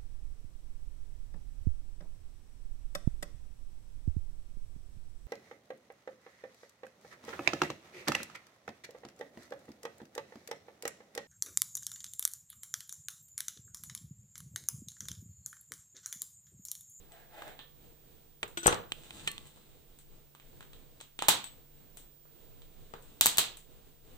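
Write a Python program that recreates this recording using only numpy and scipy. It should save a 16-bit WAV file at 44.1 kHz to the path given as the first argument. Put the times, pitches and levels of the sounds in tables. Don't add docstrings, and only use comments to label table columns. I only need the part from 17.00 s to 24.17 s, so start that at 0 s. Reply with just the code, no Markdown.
import sys
import numpy as np
from scipy import signal
from scipy.fft import rfft, irfft, next_fast_len
from scipy.io import wavfile
from scipy.ndimage import uniform_filter1d

SR = 44100
rng = np.random.default_rng(int(sys.argv[2]) if len(sys.argv) > 2 else 0)


def unload_audio(sound):
    columns = np.transpose(np.atleast_2d(sound))
    steps = np.round(np.clip(columns, -1, 1) * 32767)
    wavfile.write(sys.argv[1], SR, steps.astype(np.int16))


N = 316197
TIME = np.arange(N) / SR
PATHS = 3

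# frequency in Hz, gain in dB.
TICK_EQ = [(30, -10), (200, 1), (700, 2.5), (1400, 4.5), (3300, 4.5), (4800, -1.5), (9000, 2), (16000, -20)]


def amp(db):
    return 10 ** (np.asarray(db) / 20)


def unit_rms(x):
    return x / np.sqrt(np.mean(x ** 2) + 1e-20)


def curve(points, hz):
    point_hz, value = np.transpose(points)
    return np.interp(np.log(hz + 1), np.log(point_hz + 1), value)


def bins(size=4096):
    return np.fft.rfftfreq(size, 1 / SR)


def equalise(x, db):
    log_gain = np.log(amp(np.concatenate([db, db[-2:0:-1]])))
    taps = np.fft.ifft(np.exp(np.conj(signal.hilbert(log_gain)))).real
    return signal.oaconvolve(x, taps[:len(db)])[:len(x)]


def add(mix, start_s, sound):
    part = mix[round(start_s * SR):][:len(sound)]
    part += sound[:len(part)]


def diffuse(pair, eq):
    # frequency in Hz, correlation from 0 to 1.
    likeness = [(30, 0), (200, 0.72), (500, 0.37), (1000, 0), (16000, 0.21)]
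    hz = bins(size=pair.shape[1])
    left, unrelated = rfft(pair)
    shared = np.clip(curve(likeness, hz), -1, 1)
    right = shared * left + np.sqrt(1 - shared ** 2) * unrelated
    return irfft(np.array([left, right]) * amp(curve(eq, hz)), pair.shape[1])


def pan_left(x, lead_db, lag_samples):
    delayed = np.pad(x, (lag_samples, 0))[:N]
    return np.array([x * amp(lead_db / 2), delayed * amp(-lead_db / 2)])


def drift(samples):
    smoothed = uniform_filter1d(rng.standard_normal(N), samples)
    return unit_rms(uniform_filter1d(smoothed, samples))


def burst(decay_s, spiky_db=5.5, size=4096):
    t = np.arange(size) / SR
    shocks, sizes = rng.standard_normal((2, size))
    volley = shocks * amp(spiky_db * sizes) * np.exp(-t / max(decay_s, 1e-4))
    power = uniform_filter1d(abs(rfft(volley)) ** 2, size=48)
    return equalise(volley, -10 * np.log10(power + 1e-12))


def impacts(hits, eq, modes=(), hollow_db=0, hollow_octaves=0.52, size=16000):
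    buses = np.zeros((1 + PATHS, N))
    t, hz = np.arange(size) / SR, bins()
    push = equalise(signal.unit_impulse(size), curve(eq, hz))
    for k, (start, db, decay, body_db, edge_db, send_db, *hollow_pitches) in enumerate(hits):
        ring = np.zeros(size)
        for mode_hz, mode_db, t60 in modes:
            ring += amp(mode_db - 60 * t / t60) * np.sin(2 * np.pi * (mode_hz * t + rng.random()))
        tone_db = db + curve([(850, body_db), (2600, 0.0015), (3800, 0), (7500, edge_db)], hz)
        for pitch in hollow_pitches:
            octaves_off = np.log2((hz + 1) / pitch)
            tone_db = tone_db + hollow_db / (1 + (octaves_off / hollow_octaves) ** 2)
        crunch = signal.fftconvolve(burst(decay), push)[:size]
        add(buses[0], start, equalise(crunch + ring, tone_db))
        add(buses[1 + k % PATHS], start, amp(send_db) * equalise(push + ring, tone_db))
    return buses


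def strokes(moves, rise_db_per_s, fall_db_per_s):
    envelope = np.zeros(N)
    for start, hold, db in moves:
        before = np.maximum(start - TIME, 0)
        after = np.maximum(TIME - start - hold, 0)
        envelope += amp(db - rise_db_per_s * before - fall_db_per_s * after)
    return envelope


def fibres(envelope, eq, grain_db, per_s):
    grains = rng.standard_normal(N) * amp(grain_db * np.minimum(rng.exponential(1, N), 4))
    clicks = grains * (rng.random(N) < per_s / SR)
    return envelope * unit_rms(equalise(clicks, curve(eq, bins())))


def room_tone(air_db=-59, swell_db=3.0, waver_db=2.5):
    # frequency in Hz, gain in dB.
    air_eq = [(12, -30), (20, 6), (38, -12.5), (117, -17.5), (150, -17), (167, -21.5), (290, -20.5),
              (426, -22), (476, -17.5), (546, -26.5), (627, -25), (900, -32), (3500, -40), (8000, -41.5),
              (14500, -51.5), (16000, -53.5)]
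    # pitch in Hz, level in dB, pitch wander in Hz.
    tones = [(145.3, -73, 1.5), (15014, -67.5, 1), (15195, -71, 1.5)]
    swell = amp(air_db + swell_db * drift(samples=5000))
    air = diffuse(rng.standard_normal((2, next_fast_len(N))), air_eq)
    bed = swell * unit_rms(air)[:, :N]
    for hz, db, wander_hz in tones:
        cycles = np.cumsum(hz + wander_hz * drift(samples=3000)) / SR
        for port in bed:
            port += amp(db + waver_db * drift(samples=20000)) * np.sqrt(2) * np.sin(2 * np.pi * cycles)
    return bed


def meat():
    # start in seconds, hold in seconds, level in dB.
    cuts = [(.12, .08, -59.5), (.35, 0.13, -51)]
    presses = [(1.93, .06, -61), (2.14, 0.11, -57), (6.02, 0.093, -68.5)]
    # frequency in Hz, gain in dB.
    slice_eq = [(60, -14), (300, -9), (700, 5), (1100, -12), (1700, -4), (3000, -19), (6000, -23),
                (16000, -25.5)]
    squelch_eq = [(40, 0), (180, 4.5), (500, -6), (1000, -9.5), (3000, -15), (6000, -16), (9000, -10.5),
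                  (16000, -38)]
    knife = strokes(cuts, rise_db_per_s=303, fall_db_per_s=203)
    hands = strokes(presses, rise_db_per_s=189, fall_db_per_s=42)
    slicing = fibres(knife, slice_eq, grain_db=1.5, per_s=2500)
    squelch = fibres(hands, squelch_eq, grain_db=3.5, per_s=1200)
    crackle = fibres(hands, TICK_EQ, grain_db=4.5, per_s=39)
    return slicing + squelch + amp(-6.5) * crackle


def steel_pings(decay_s=0.0012, body_db=-7, edge_db=2, send_db=-4):
    # start in seconds, level in dB.
    pings = [(0.12, -35.5), (1.574, -20), (4.4418, -21)]
    # pitch in Hz, level in dB, T60 in seconds.
    spring_modes = [(7980, -28, 0.11), (8115, -33, 0.1), (10360, -46, 0.11), (14000, -35.5, .08)]
    hits = [(start, db, decay_s, body_db, edge_db, send_db) for start, db in pings]
    return impacts(hits, TICK_EQ, spring_modes)


def joint_pops(typical_hz=2680, send_db=-19.5):
    # start in seconds, level in dB, decay in seconds, hollow pitch in Hz.
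    pops = [(0.4198, -27.5, 0.0022, 1420), (1.4299, -13, 0.0036, 2300), (1.726, -15.5, 0.0012, 2760),
            (1.7449, -22.5, 0.0014, 5300), (1.92, -14.5, 0.0017, 2830), (2.107, -27, 0.0014, 2800),
            (2.316, -26, 0.00079, 13300), (2.380, -26, 0.0012, 3400)]
    hits = []
    for start, db, decay, pitch in pops:
        octaves_up = np.log2(pitch / typical_hz)
        body_db = 5 - 7 * octaves_up
        edge_db = -1.5 + 3 * octaves_up
        hits.append((start, db, decay, body_db, edge_db, send_db, pitch))
    return impacts(hits, TICK_EQ, hollow_db=11.5)


def blade_bites(decay_s=0.0017, body_db=6.5, edge_db=0, send_db=-5.5):
    # start in seconds, level in dB, hollow pitch in Hz.
    bites = [(.479, -30, 700), (3.350, -35.5, 1090), (3.399, -38, 2290), (3.607, -31, 1450),
             (3.627, -36, 1500), (3.732, -36, 3570), (4.003, -33.5, 3800), (4.011, -27.5, 7000),
             (4.1900, -18, 3060), (4.2222, -9.5, 894), (5.619, -39.5, 3740)]
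    hits = [(start, db, decay_s, body_db, edge_db, send_db, pitch) for start, db, pitch in bites]
    return impacts(hits, TICK_EQ, hollow_db=8.5)


def ringing_clacks():
    # start in seconds, level in dB, decay in seconds, body, edge and reverb send in dB,
    # hollow pitch in Hz.
    clacks = [(.591, -31.5, 0.00374, 11.5, -8, -2, 3350), (2.2752, -9, 0.0051, -2, 2, -16.5, 2500)]
    # pitch in Hz, level in dB, T60 in seconds.
    clack_modes = [(1145, -45.5, 0.44), (1787, -36, 0.16), (2026, -53, 0.39), (2700, -49, 0.13),
                   (3170, -42, 0.076), (4230, -44, 0.2), (8430, -43, 0.18)]
    return impacts(clacks, TICK_EQ, clack_modes, hollow_db=10.5)


def table_thuds(body_db=4, edge_db=0, send_db=-5.5):
    # start in seconds, level in dB, decay in seconds.
    knocks = [(1.434, -17, 0.013), (1.6596, 2.5, 0.0026), (1.6777, 3.5, 0.0052), (1.7277, -6, 0.006),
              (2.572, -37, 0.0048), (5.253, -38.5, 0.0144), (5.9375, -18.5, 0.00303)]
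    # frequency in Hz, gain in dB.
    thud_eq = [(30, 5.5), (120, 4), (450, 7.5), (1400, 10), (2200, 0), (3200, -4.5), (8000, -13.5),
               (16000, -34.5)]
    # pitch in Hz, level in dB, T60 in seconds.
    table_modes = [(69, -55, 0.21), (109.8, -47.5, 0.47), (168.5, -43.5, 0.14), (360, -42.5, 0.17),
                   (410.7, -43, .25), (470.3, -39.5, 0.24), (539, -46.5, 0.24), (1150, -44, 0.21)]
    hits = [(start, db, decay, body_db, edge_db, send_db) for start, db, decay in knocks]
    return impacts(hits, thud_eq, table_modes)


def flesh_smacks(decay_s=0.0017, pitch_hz=14100, body_db=3, edge_db=10.5, send_db=0):
    # start in seconds, level in dB.
    smacks = [(1.479, -41), (2.470, -43), (2.988, -41.5), (4.971, -33.5), (6.024, -46), (6.5705, -35)]
    hits = [(start, db, decay_s, body_db, edge_db, send_db, pitch_hz) for start, db in smacks]
    return impacts(hits, TICK_EQ, hollow_db=7)


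def knife_drop(body_db=0, send_db=-12.5):
    # start in seconds, level in dB, decay in seconds, edge in dB.
    clinks = [(1.5725, -9, 0.008, -8), (1.631, -13.5, 0.041, -1), (1.6679, -12.5, .002, 21),
              (1.6700, -13.5, .003, 20.5)]
    # pitch in Hz, level in dB, T60 in seconds.
    knife_modes = [(339, -33, 0.18), (1460, -27.5, 0.109), (2442, -48.5, 0.049), (3775, -57.5, 0.1),
                   (5064, -43, .1), (6080, -27, 0.073), (6600, -46.5, 0.0976), (8130, -41.5, 0.036),
                   (8985, -43, 0.18), (9200, -57.5, 0.065), (10140, -57, 0.11), (13460, -48, 0.087)]
    hits = [(start, db, decay, body_db, edge_db, send_db) for start, db, decay, edge_db in clinks]
    return impacts(hits, TICK_EQ, knife_modes)


def rib_snaps(typical_decay_s=0.0013):
    # start in seconds, level in dB, decay in seconds, body in dB, hollow pitch in Hz.
    cracks = [(4.284, 6.5, 0.0048, 5, 913), (4.2884, -4, 0.00052, 10, 900), (4.2942, -7, 0.00233, -3, 3280),
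              (6.2104, 3.5, .0011, 1.5, 3800), (6.2588, 2, 0.00069, 7, 400), (6.2672, 0, 0.00091, 3, 3870),
              (6.3725, -13, 0.0009, 2, 3800), (6.3828, 2.5, 0.0021, 0.5, 3600),
              (6.3896, -4.5, 0.005, 7.5, 393)]
    # frequency in Hz, gain in dB.
    bone_eq = [(30, -15.5), (120, -6), (300, -4.5), (550, -5), (900, 0.5), (1800, -1), (4000, 0.5),
               (9000, -2), (16000, -5)]
    hits = []
    for start, db, decay, body_db, pitch in cracks:
        crumble = np.log2(decay / typical_decay_s)
        edge_db = 7 - 2 * crumble
        send_db = -4.5 + 2 * crumble
        hits.append((start, db, decay, body_db, edge_db, send_db, pitch))
    return impacts(hits, bone_eq, hollow_db=3)


def reverb(send, predelay_s=0.0018, build_s=0.0016, fade_s=0.079, size=30000):
    # frequency in Hz, T60 in seconds.
    decay_times = [(100, 0.44), (400, 0.37), (1000, 0.34), (3300, 0.33), (8000, 0.2423), (14000, 0.17)]
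    # frequency in Hz, gain in dB.
    room_eq = [(100, 0.5), (500, -0.5), (1500, 1.5), (3300, 4), (8000, 1), (14000, -2)]
    t = np.arange(size) / SR
    hz, frame_s, noise = signal.stft(rng.standard_normal((2, size)), SR, nperseg=256)
    decay = amp(-60 * frame_s / curve(decay_times, hz)[:, None])
    tail = signal.istft(noise * decay, SR, nperseg=256)[1][:, :size]
    fade_in = np.clip((t - predelay_s) / build_s, 0, 1)
    fade_out = np.clip((t[-1] - t) / fade_s, 0, 1)
    tail = diffuse(tail, room_eq) * fade_in * fade_out
    return signal.fftconvolve(send[None], tail / np.linalg.norm(tail[0]), axes=1)[:, :N]


def microphone(left, right, hiss_db=-69.5):
    # frequency in Hz, gain in dB.
    left_eq = [(100, 0.56), (1500, 0.98), (3000, -1), (4300, 2.56), (5500, -4), (6800, 2.99), (8100, 10.78),
               (9000, 0.8), (11000, -3), (13000, -7), (15500, -10)]
    right_eq = [(100, 0.5), (2000, 1.5), (3000, 7.5), (3800, 10), (5300, -3.5), (6600, 1), (8800, -9),
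                (10200, 6.5), (11500, -4), (13300, 12.5), (15500, 2.5)]
    heard = np.array([equalise(left, curve(left_eq, bins())), equalise(right, curve(right_eq, bins()))])
    return heard + amp(hiss_db) * rng.standard_normal((2, N))


def scene():
    wet_meat = meat()
    cutting = rib_snaps() + joint_pops() + flesh_smacks() + blade_bites() + ringing_clacks()
    cutting += steel_pings()
    tabletop = table_thuds() + knife_drop()
    cutting[0] += amp(-4) * wet_meat
    cutting[1] += amp(-3) * wet_meat
    direct = pan_left(cutting[0], lead_db=0.8, lag_samples=8)
    direct += pan_left(tabletop[0], lead_db=5, lag_samples=16)
    reflections = sum(reverb(send) for send in cutting[1:] + tabletop[1:])
    left, right = direct + reflections + room_tone()
    return microphone(left, right)


def record(dry):
    ceiling, cutoff_hz = 0.85, 16000
    rounded = dry / (1 + (dry / ceiling) ** 4) ** 0.25
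    lowpass = signal.firwin(301, cutoff_hz, window=("kaiser", 9), fs=SR)
    return signal.oaconvolve(rounded, lowpass[None], "same")


dry = scene()
out = record(dry)
unload_audio(out)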